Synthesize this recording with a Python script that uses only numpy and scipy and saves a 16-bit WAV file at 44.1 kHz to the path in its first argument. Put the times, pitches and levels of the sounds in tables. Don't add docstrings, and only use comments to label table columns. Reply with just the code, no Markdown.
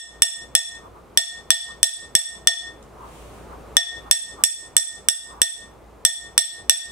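import sys
import numpy as np
from scipy import signal
from scipy.fft import rfft, irfft
from scipy.io import wavfile
from scipy.ndimage import minimum_filter1d

SR = 44100
rng = np.random.default_rng(int(sys.argv[2]) if len(sys.argv) > 2 else 0)


def wav_out(sig):
    wavfile.write(sys.argv[1], SR, np.round(np.clip(np.atleast_2d(sig).T, -1, 1) * 32767).astype(np.int16))


N = 304731
TIME = np.arange(N) / SR
LEAD = SR // 5
SIDES = np.array([[.5], [-.5]])

# start in seconds, relative force in dB, brightness in dB (hardness of contact).
BLOWS = [(-.11, 2, 2), (.2208, 0, 2.5), (0.5516, 0, 1.5), (1.1741, -0.99, 0), (1.5047, 0, 0.5),
         (1.83, 0, 3), (2.152, 0, 3), (2.4726, -1.8, -3), (3.768, -3, -4.5), (4.1119, 0, 4), (4.4377, 0, 6),
         (4.7665, -1, 4.5), (5.0861, -2, 4.5), (5.4171, -1, 3), (6.0507, 0, 2.5), (6.3786, .5, 3.5),
         (6.6959, 0, 3)]


def undb(db):
    return 10 ** (np.asarray(db) / 20)


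def unit(x):
    return x / np.sqrt(np.mean(x ** 2, axis=-1, keepdims=True))


def decay(t, t60):
    return np.exp(-np.log(1000) * t / t60)


def bump(centre_s, length_s):
    return np.exp(-(2 * (TIME - centre_s) / length_s) ** 2)


def along(hz, points):
    point_hz, values = np.transpose(points)
    return np.interp(np.log(np.maximum(hz, 1)), np.log(point_hz), values)


def highpass(x, hz, order):
    return signal.sosfilt(signal.butter(order, hz, "highpass", fs=SR, output="sos"), x)


def colour(x, points, size=4096):
    cepstrum = irfft(along(np.fft.rfftfreq(size, 1 / SR), points) * np.log(10) / 20)
    cepstrum[1:size // 2] *= 2
    cepstrum[size // 2 + 1:] = 0
    response = irfft(np.exp(rfft(cepstrum)))
    return signal.oaconvolve(x, response[None] / np.linalg.norm(response), axes=-1)[:, :x.shape[-1]]


def stereo_noise(size, side):
    mid, apart = rng.standard_normal((2, size))
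    return unit(np.array([mid + side * apart, mid - side * apart]))


def add(track, start_s, sound):
    start = LEAD + int(start_s * SR)
    track[:, start:start + sound.shape[-1]] += sound[:, :track.shape[-1] - start]


def cracks(room, blow_db=13.5, t60=0.021, room_db=-2.46, pan_db=-1.0):
    # frequency in Hz, relative level in dB.
    spectrum = [(1000, -27.5), (1500, -13), (2300, -11.5), (2850, -6), (4000, -3), (5000, -7), (6100, -2),
                (7200, -2), (8700, -3), (9800, -6), (12000, -18.5), (14500, -27.5), (16000, -24)]
    # start in seconds, relative level in dB.
    ticks = [(2.827, -46)]
    impacts = [(start, blow_db + force_db) for start, force_db, _ in BLOWS] + ticks
    t, track = TIME[:SR // 10], np.zeros((2, LEAD + N))
    for start, db in impacts:
        add(track, start, undb(db) * stereo_noise(len(t), side=0.98) * decay(t, t60))
    radiated = highpass(colour(track, spectrum), hz=900, order=3)
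    return in_room(radiated, room, room_db) * undb(pan_db * SIDES)


def hammer(left_lead_rad=-1.11, pan_db=-3, pitch_scatter=0.019):
    # frequency in Hz, relative level in dB, T60 in seconds.
    modes = [(2940, 6.5, 0.02), (5925, 18, 0.0086), (8289, 21.5, 0.0058)]
    t, track = TIME[:SR // 20], np.zeros((2, LEAD + N))
    detunings = 1 + pitch_scatter * rng.standard_normal((len(BLOWS), len(modes)))
    for (start, _, _), blow_detunings in zip(BLOWS, detunings):
        for (hz, db, t60), detune in zip(modes, blow_detunings):
            envelope = undb(db + pan_db * SIDES) * decay(t, t60)
            add(track, start, envelope * np.sin(2 * np.pi * hz * detune * t + left_lead_rad * SIDES))
    return track[:, LEAD:]


def mandrel(room, twin_db=-1.5, split_scatter=0.23, low_hz=3500, high_hz=8000):
    # frequency in Hz, relative level in dB, T60 in seconds,
    # reverberant-to-direct ratio in dB, left minus right in dB, phase lead of the left in radians,
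    # rise of pitch in Hz per second, typical split of the pair in Hz.
    modes = [(699.2, -29, 0.19, 12.5, -5, 2.87, 0, 2.5), (1835.7, -0.5, 0.28, -8.5, -0.5, 0.29, 0, 5.22),
             (3452, 9.5, 0.14, -7, 3, -1.94, 0.5, 6.1), (5511, 7.5, 0.11, -4, -2.5, -1.51, 9, 30),
             (8019, 6, 0.11, -2, -4.5, -1.27, 3.5, 23), (10880, 7, 0.017, -6, -6, 1.13, 16, 98),
             (14050, -13.5, 0.035, -4, -5, -2.5, 15, 50)]
    t, ringing = TIME[:SR // 2], 0
    grips = np.exp(split_scatter * rng.standard_normal((len(BLOWS), len(modes))))
    for (hz, db, t60, room_db, pan_db, left_lead, rise, split_hz), mode_grips in zip(modes, grips.T):
        track = np.zeros((2, LEAD + N))
        envelope = undb(db + pan_db * SIDES) * decay(t, t60) * np.exp(1j * left_lead * SIDES)
        tilt = np.interp(hz, [low_hz, high_hz], [-1, 1])
        for (start, force_db, bright_db), grip in zip(BLOWS, mode_grips):
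            pitch_hz = hz + rise * start
            beating = 1 + undb(twin_db) * np.exp(2j * np.pi * split_hz * grip * t)
            pair = np.exp(2j * np.pi * pitch_hz * t) * beating
            add(track, start, undb(force_db + tilt * bright_db) * np.imag(envelope * pair))
        radiated = highpass(track, hz / 2, order=2)
        ringing = ringing + in_room(radiated, room, room_db)
    return ringing


def room_response(gap_s=0.0033, wall_s=0.011, spread_s=0.001, wall_db=4):
    # frequency in Hz, T60 in seconds.
    reverberation_times = [(200, 0.25), (2000, 0.26), (5000, 0.27), (9000, 0.24), (11000, 0.23),
                           (15000, 0.18)]
    t = TIME[:SR * 2 // 3]
    spectrum = rfft(rng.standard_normal((2, len(t))))
    hz = np.fft.rfftfreq(len(t), 1 / SR)
    edges_hz = np.linspace(0, SR / 2, 13)
    tail = 0
    for low, high in zip(edges_hz, edges_hz[1:]):
        band = irfft(spectrum * ((hz >= low) & (hz < high)), len(t))
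        tail = tail + band * decay(t, along((low + high) / 2, reverberation_times))
    onset = np.clip(t / gap_s - 1, 0, 1)
    early_cluster = undb(wall_db) * np.exp(-((t - wall_s) / spread_s) ** 2)
    return tail * onset * (1 + early_cluster)


def in_room(direct, room, room_db):
    wet = signal.fftconvolve(direct, room, axes=-1)[:, :LEAD + N]
    reverberant = undb(room_db) * unit(wet) * np.std(direct, axis=-1, keepdims=True)
    return (direct + reverberant)[:, LEAD:]


def workshop(air_db=-47.5, swell_db=5.5, side=0.5, coherent_below_hz=110):
    # frequency in Hz, relative spectral density in dB.
    air_spectrum = [(20, -10), (40, -7), (56, 3), (75, -1), (140, -3), (280, -4), (420, -1), (750, -6),
                    (1200, -9), (1600, -18), (3000, -25), (5000, -31), (9000, -31), (16000, -41)]
    # frequency in Hz, rms level outside the swell in dB.
    harmonics = [(57.5, -54.5), (115, -68)]
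    mid, apart = rng.standard_normal((2, N))
    apart = side * highpass(apart, coherent_below_hz, order=1)
    air = unit(colour(np.array([mid + apart, mid - apart]), air_spectrum)) * undb(air_db)
    hum = sum(undb(db) * np.sqrt(2) * np.sin(2 * np.pi * (hz * TIME + rng.random()))
              for hz, db in harmonics)
    return (air + hum) * undb(swell_db * bump(centre_s=3.6, length_s=1.41))


def friction(strokes, spectrum, side):
    envelope = sum(undb(db) * bump(centre_s, length_s) for centre_s, length_s, db in strokes)
    return unit(colour(stereo_noise(N, side), spectrum)) * envelope


def scuffs():
    # centre in seconds, length in seconds, rms level at the centre in dB.
    strokes = [(.857, 0.065, -45.5), (.973, 0.068, -46), (1.697, 0.051, -43.5), (3.042, 0.14, -43),
               (3.525, 0.062, -40), (4.073, .046, -43), (4.405, 0.05, -38), (5.346, 0.15, -44.5)]
    # frequency in Hz, relative level in dB.
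    spectrum = [(450, -28), (900, -3), (1170, -2), (1900, -29), (4000, -42)]
    return friction(strokes, spectrum, side=0.99)


def finger_slides():
    # centre in seconds, length in seconds, rms level at the centre in dB.
    strokes = [(3.18, 0.28, -51.5), (3.39, 0.19, -57)]
    # frequency in Hz, relative level in dB.
    spectrum = [(1500, 0), (2900, 4.5), (4800, -4.5), (8500, 1), (15000, -12)]
    return friction(strokes, spectrum, side=1.0)


def scene():
    room = room_response()
    handling = scuffs() + finger_slides()
    return mandrel(room) + hammer() + cracks(room) + handling + workshop()


def gain_control(x, threshold_db=6.5, attack_s=0.001, hold_s=0.053, release_db_per_s=150,
                 start_cut_db=22):
    peak_db = 20 * np.log10(np.abs(x).max(axis=0) + 1e-9)
    excess_db = np.maximum(peak_db - threshold_db, 0)
    half_hold = int(hold_s * SR / 2)
    held_db = -minimum_filter1d(-excess_db, 2 * half_hold + 1, origin=half_hold, mode="constant")
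    climb_db = release_db_per_s * TIME
    cut_db = np.maximum.accumulate(np.maximum(held_db + climb_db, start_cut_db)) - climb_db
    pole = np.exp(-1 / (attack_s * SR))
    smooth_cut_db, _ = signal.lfilter([1 - pole], [1, -pole], cut_db, zi=[pole * start_cut_db])
    return x * undb(-smooth_cut_db)


def record(dry, top_hz=15700):
    clipped = np.clip(gain_control(dry), -1, 1)
    return signal.sosfilt(signal.ellip(8, .2, 70, top_hz, fs=SR, output="sos"), clipped)


dry = scene()
out = record(dry)
wav_out(out)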